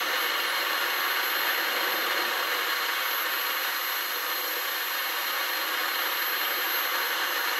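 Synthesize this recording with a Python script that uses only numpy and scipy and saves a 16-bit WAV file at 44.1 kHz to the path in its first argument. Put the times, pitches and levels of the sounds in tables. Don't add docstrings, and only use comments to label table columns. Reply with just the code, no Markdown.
import sys
import numpy as np
from scipy import signal
from scipy.fft import rfft, irfft, next_fast_len
from scipy.io import wavfile
from scipy.ndimage import uniform_filter1d, map_coordinates

SR = 44100
rng = np.random.default_rng(int(sys.argv[2]) if len(sys.argv) > 2 else 0)


def generate_wav(sig):
    pcm = np.round(np.clip(np.atleast_2d(sig).T, -1, 1) * 32767).astype(np.int16)
    wavfile.write(sys.argv[1], SR, pcm)


def level_to_linear(level):
    exponent = np.asarray(level, float) / 20
    return 10 ** exponent


N = 334719
TIME = np.arange(N) / SR


def unit(x):
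    return x / np.sqrt(np.mean(x ** 2) + 1e-20)


def along(points, hz):
    point_hz, value = np.transpose(points)
    return np.interp(np.log(hz + 1), np.log(point_hz + 1), value)


def curves(rows):
    s, *columns = np.transpose(rows)
    return [np.interp(TIME, s, column) for column in columns]


def bumps(rows):
    s, half_s, *columns = np.transpose(rows)
    coarse_time = TIME[::64]
    bell = np.exp(-((coarse_time[:, None] - s) / half_s) ** 2)
    return [np.interp(TIME, coarse_time, bell @ column) for column in columns]


def wobble(rate):
    knots = rng.standard_normal(int(N * rate / SR) + 4)
    return map_coordinates(knots, [TIME * rate])


def filtered(x, response):
    m = next_fast_len(N + SR // 2)
    f = np.fft.rfftfreq(m, 1 / SR)
    return irfft(rfft(x, m) * response(f), m)[..., :N]


def tone(hz):
    cycles = np.cumsum(hz + 0 * TIME) / SR
    return np.sqrt(2) * np.sin(2 * np.pi * (cycles + rng.random()))


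def patchy(x, drift_db, patch_db):
    z = signal.stft(x, nperseg=512)[2]

    def field(high, long):
        noise = rng.standard_normal(z.shape)
        smooth = uniform_filter1d(noise, size=high, axis=0)
        return unit(uniform_filter1d(smooth, size=long, axis=1))

    gain = level_to_linear(drift_db * field(high=1, long=200) + patch_db * field(high=6, long=10))
    return signal.istft(z * gain, nperseg=512)[1][:N]


def workshop(x, wet_db, t60):
    t = np.arange(SR // 4) / SR
    tail = rng.standard_normal(len(t)) * level_to_linear(-60 * t / t60)
    wet = signal.fftconvolve(x, tail / np.linalg.norm(tail))[:N]
    return (x + level_to_linear(wet_db) * wet) / np.sqrt(1 + level_to_linear(2 * wet_db))


# time in seconds, blades passing per second in Hz.
BLADE_SPEED = [(0, 2101.2), (2, 2100.4), (7.59, 2099.6)]


def blade_rate():
    return curves(BLADE_SPEED)[0]


# time in seconds, third overtone in dB, fifth overtone in dB.
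BLADES = [(0, -54, -72), (1.8, -59, -75), (3.3, -57, -61), (4, -61, -63), (5.5, -66, -58), (6.5, -67, -65),
          (6.75, -56, -65), (7.59, -53, -62)]
# pitch in Hz, level in dB.
HUM = [(6482, -65), (7021, -69)]


def blower():
    blade_hz = blade_rate()
    third_db, fifth_db = curves(BLADES)
    out = np.zeros(N)
    for k, db in enumerate((-62, -57, third_db, -70, fifth_db), start=1):
        out += level_to_linear(db + 2.1 * wobble(2.48)) * tone(k * blade_hz)
    for hz, db in HUM:
        out += level_to_linear(db + 3.2 * wobble(2.53)) * tone(hz)
    return out


# frequency in Hz, level in dB per Hz.
HISS = [(8900, -60), (9300, -1.5), (9900, -4.5), (10250, -4), (10600, 0), (11300, -3), (11800, 0),
        (12700, -4), (13150, -1), (13350, -7), (13750, -8), (14050, -3), (14700, -5), (16000, -5)]


def hiss():
    noise = patchy(rng.standard_normal(N), drift_db=1.7, patch_db=2.0)
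    high = filtered(noise, lambda f: level_to_linear(along(HISS, f)))
    return level_to_linear(-48.2) * unit(workshop(high, wet_db=-10, t60=.08))


# time in seconds, how far the flame sags in dB.
GAS = [
    (0, 0),
    (2.2, 0.16),
    (3.0, 0.64),
    (4.5, 5),
    (5.5, 1.4),
    (6.2, 1.8),
    (7.59, 1.4),
]


def flame_sag():
    return curves(GAS)[0]


# time in seconds, pitch in Hz.
PITCH = [(0, 12216), (1.3, 12229), (2.1, 12241), (2.5, 12257), (2.95, 12250), (3.2, 12234), (3.85, 12248),
         (4.35, 12241), (4.95, 12252), (5.4, 12237), (5.85, 12242), (6.55, 12231), (7.59, 12226)]
# time in seconds, level in dB.
STRENGTH = [(0, -41), (1.35, -35.5), (2.3, -42.5), (3.0, -41.5), (3.07, -36.5), (4.4, -36), (5.75, -40),
            (6.25, -34.8), (7.59, -38)]
# time in seconds, half length in seconds,
# change of the whistle in dB, of its lower blade side tone in dB, of its upper one in dB.
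SHADES = [(.02, .025, 0, 3, 0), (.06, .02, -2, -5, 0), (.145, .02, -3, -6, -5), (.22, .045, 5, 8, -6),
          (.325, .03, -4, -9, 0), (.39, .04, 0, 0, 0), (.49, .04, -8, 11, 5), (.57, .05, -1, 5, 7),
          (.66, .03, -2, -3, 2), (.8, .08, -3, 5, 2), (1.1, .04, 0, 3, 3), (1.2, .025, -6, -2, 3),
          (1.28, .04, 2, 6, 3), (1.65, .08, -1.5, -1, 0), (1.97, .09, 4, -2, -5), (2.7, .3, 1.5, 1, -7),
          (3.18, .07, 3, 2, 7), (3.26, 0.027, -7, 2, 3), (3.97, .08, 1, 2, 0), (4.5, .04, 3, 1, 6),
          (6.6, .07, 1, -3, 5), (6.78, .07, 3.5, -3, -6), (7.07, .06, 1, 2, 5), (7.21, 0.066, -5, 0, 4)]


def whistle():
    slow_hz, = curves(PITCH)
    strength_db, = curves(STRENGTH)
    tone_db, lower_db, upper_db = bumps(SHADES)
    unrest, = curves([(0, 3.3), (1.5, 2.4), (1.8, 1.1), (7.59, .9)])
    hz = slow_hz + 2.5 * unrest * wobble(35) + 3 * wobble(300)
    flicker_db = 0.67 * wobble(40) + 0.65 * wobble(75) + 0.55 * wobble(8)
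    out = level_to_linear(strength_db + tone_db + flicker_db) * tone(hz)

    lean_db = -14 * np.maximum(TIME - 7.1, 0)
    lower_db = lower_db + 0.8 * flame_sag() + lean_db
    shaft_db = 0.26 * (slow_hz - 12228)
    blade_hz = blade_rate()
    shaft_hz = blade_hz / 6
    # distance from the tone in Hz, lower and upper level in dB, their changes in dB
    sides = ((blade_hz, -57.8, -62, lower_db, upper_db),
             (shaft_hz, -71.5, -71.5, shaft_db, .6 * shaft_db))
    for step_hz, low_db, high_db, down_db, up_db in sides:
        low_flicker_db = .35 * unrest * wobble(30) + 0.65 * wobble(40)
        out += level_to_linear(low_db + down_db + low_flicker_db) * tone(hz - step_hz)
        high_flicker_db = 1.2 * wobble(40) + 1.3 * wobble(6)
        out += level_to_linear(high_db + up_db + high_flicker_db) * tone(hz + step_hz)
    return out


# level in dB at full flame, for rumble, roar, rush and air stream.
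FULL_DB = [-40.5, -29, -35, -42.5]
# dB lost per dB of sag, for the same four layers.
SAG_SHARE = [1.16, 0.92, 0.81, -0.22]
# time in seconds, half length in seconds, change of the rumble in dB.
FLARES = [
    (0.01, .1, 1.5),
    (2.02, 0.4, 4.5),
    (3.0, .45, -2.5),
    (3.9, .3, -2),
    (4.4, 0.27, 3.5),
    (5.0, .12, -1.5),
    (6.5, .15, 1.5),
    (7.02, .12, 1.6),
]


def flame_levels():
    sag_db = flame_sag()
    rumble_db, *upper_db = [db - share * sag_db for db, share in zip(FULL_DB, SAG_SHARE)]
    return [rumble_db + bumps(FLARES)[0], *upper_db]


# pitch in Hz, width in Hz, level in dB, sign of the swing.
FIREBOX = [(204, 100, -27.4, 1), (323, 35, -8.4, -1), (376, 49, -9.5, 1), (496, 59, -4.1, -1),
           (580, 74, -6.8, 1), (646, 33, -9.5, -1), (745, 52, -6.6, 1), (823, 58, -7.3, -1),
           (951, 68, 1.2, 1), (1074, 132, 1.1, -1), (1172, 45, -4.2, 1), (1244, 50, -0.8, 1),
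           (1308, 22, -8.9, 1), (1404, 55, -1.1, -1), (1496, 41, -0.5, -1), (1621, 50, 7.6, 1),
           (1790, 109, 4.0, -1), (1917, 400, -2.7, 1), (2050, 53, 0.1, -1), (2190, 35, -4.0, 1),
           (2283, 37, -4.2, -1), (2465, 77, -1.1, 1), (2579, 117, -1.3, -1), (2683, 151, -2.2, 1),
           (2819, 78, 3.4, -1), (2844, 66, 3.0, 1), (3051, 61, 0.7, -1), (3106, 24, -1.7, 1),
           (3178, 31, -1.8, -1), (3413, 54, -5.5, 1)]
# pitch in Hz, width in Hz, level in dB, sign of the swing.
PIPE = [(3697, 136, -9.1, -1), (3908, 126, -8.0, -1), (4056, 43, -5.2, 1), (4149, 96, -4.7, -1),
        (4232, 74, -2.9, 1), (4440, 38, -14.1, -1), (4541, 38, -12.4, 1), (4644, 53, -14.4, -1),
        (4745, 32, -15.7, 1), (4878, 103, -16.3, -1), (5058, 35, -13.7, 1), (5237, 72, -19.3, -1),
        (5379, 38, -15.2, 1), (5579, 136, -21.1, -1), (5814, 94, -15.3, 1), (6012, 246, -18.9, -1),
        (6352, 71, -17.0, 1), (6591, 55, -23.4, -1), (6832, 104, -1.5, 1), (6831, 136, -2.3, -1),
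        (7154, 79, -19.0, 1), (7375, 129, -22.9, -1), (7637, 68, -22.0, 1), (7817, 169, -26.5, -1),
        (8108, 94, -22.7, 1), (8458, 400, -27.5, -1), (8721, 66, -25.2, 1), (8834, 69, -25.9, -1),
        (9042, 65, -23.0, 1), (9179, 66, -25.9, -1)]
# pitch in Hz, width in Hz, depth in dB.
NOTCHES = [(439, 36, 3.1), (616, 26, 3.4), (1000, 120, 10.7), (1042, 51, 8.2), (1199, 22, 3.5),
           (1465, 13, 2.2), (1599, 120, 16.9), (1743, 58, 5.7), (2396, 45, 5.2), (2480, 120, 14.4),
           (2641, 120, 10.2), (2726, 54, 9.7), (3049, 110, 14.8), (3533, 120, 11.3), (3805, 80, 8.9),
           (3974, 67, 6.5), (4094, 30, 4.6), (4591, 34, 7.8), (4795, 21, 3.2), (8497, 69, 5.9),
           (8918, 77, 7.2)]


def ironwork(f):
    ring = 0
    for center, width, db, sign in list(FIREBOX) + list(PIPE):
        damping = 1j * f * width
        ring = ring + sign * level_to_linear(db) * damping / (center * center - f * f + damping + 1e-9)
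    for center, width, depth_db in NOTCHES:
        ring *= 1 - (1 - level_to_linear(-depth_db)) * width / (width + 2j * (f - center))
    return ring


# border in Hz between throb, rumble, roar, rush and air stream.
SPLIT_HZ = [290, 750, 2500, 4450]


def burner():
    bursts = level_to_linear(1.3 * wobble(300) + .1 * wobble(40))
    noise = patchy(bursts * rng.standard_normal(N), drift_db=.7, patch_db=.1)
    m = next_fast_len(N + SR // 2)
    f = np.fft.rfftfreq(m, 1 / SR)
    eddies = rfft(noise, m)
    iron = ironwork(f)

    below = [0 * f]
    below += [1 / (1 + (f / hz) ** 8) for hz in SPLIT_HZ]
    below += [1 / (1 + (f / 9330) ** 60)]

    rumble_db, *upper_db = flame_levels()
    throb_db = 1.365 * rumble_db - 2.0
    drive = np.zeros(N)
    for low, high, db in zip(below, below[1:], [throb_db, rumble_db, *upper_db]):
        band = eddies * (high - low)
        heard = np.std(irfft(band * iron, m)[:N])
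        drive += level_to_linear(db - 0.96) * irfft(band, m)[:N] / heard
    return irfft(rfft(drive, m) * iron, m)[:N]


def scene():
    flame = workshop(burner(), wet_db=-19, t60=.25)
    mono = flame + hiss() + whistle() + blower()
    return np.array([mono, mono])


# frequency in Hz, level in dB per Hz.
DEEP = [(20, -8), (50, -5), (100, -2), (150, 0), (170, 0), (200, -60)]


def deep_floor():
    rumble_db, roar_db = flame_levels()[:2]
    floor = unit(filtered(rng.standard_normal(N), lambda f: level_to_linear(along(DEEP, f))))
    return level_to_linear(.4 * rumble_db + .9 * roar_db - 41 + 2.5 * wobble(14)) * floor


def band_limit(x):
    return signal.sosfilt(signal.butter(12, 16520, fs=SR, output="sos"), x)


def record(dry):
    def cut(f):
        return (f < 15750) / np.sqrt(1 + (176 / (f + 1)) ** 32)

    mix = filtered(dry, cut) + deep_floor()
    return band_limit(mix)


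dry = scene()
out = record(dry)
generate_wav(out)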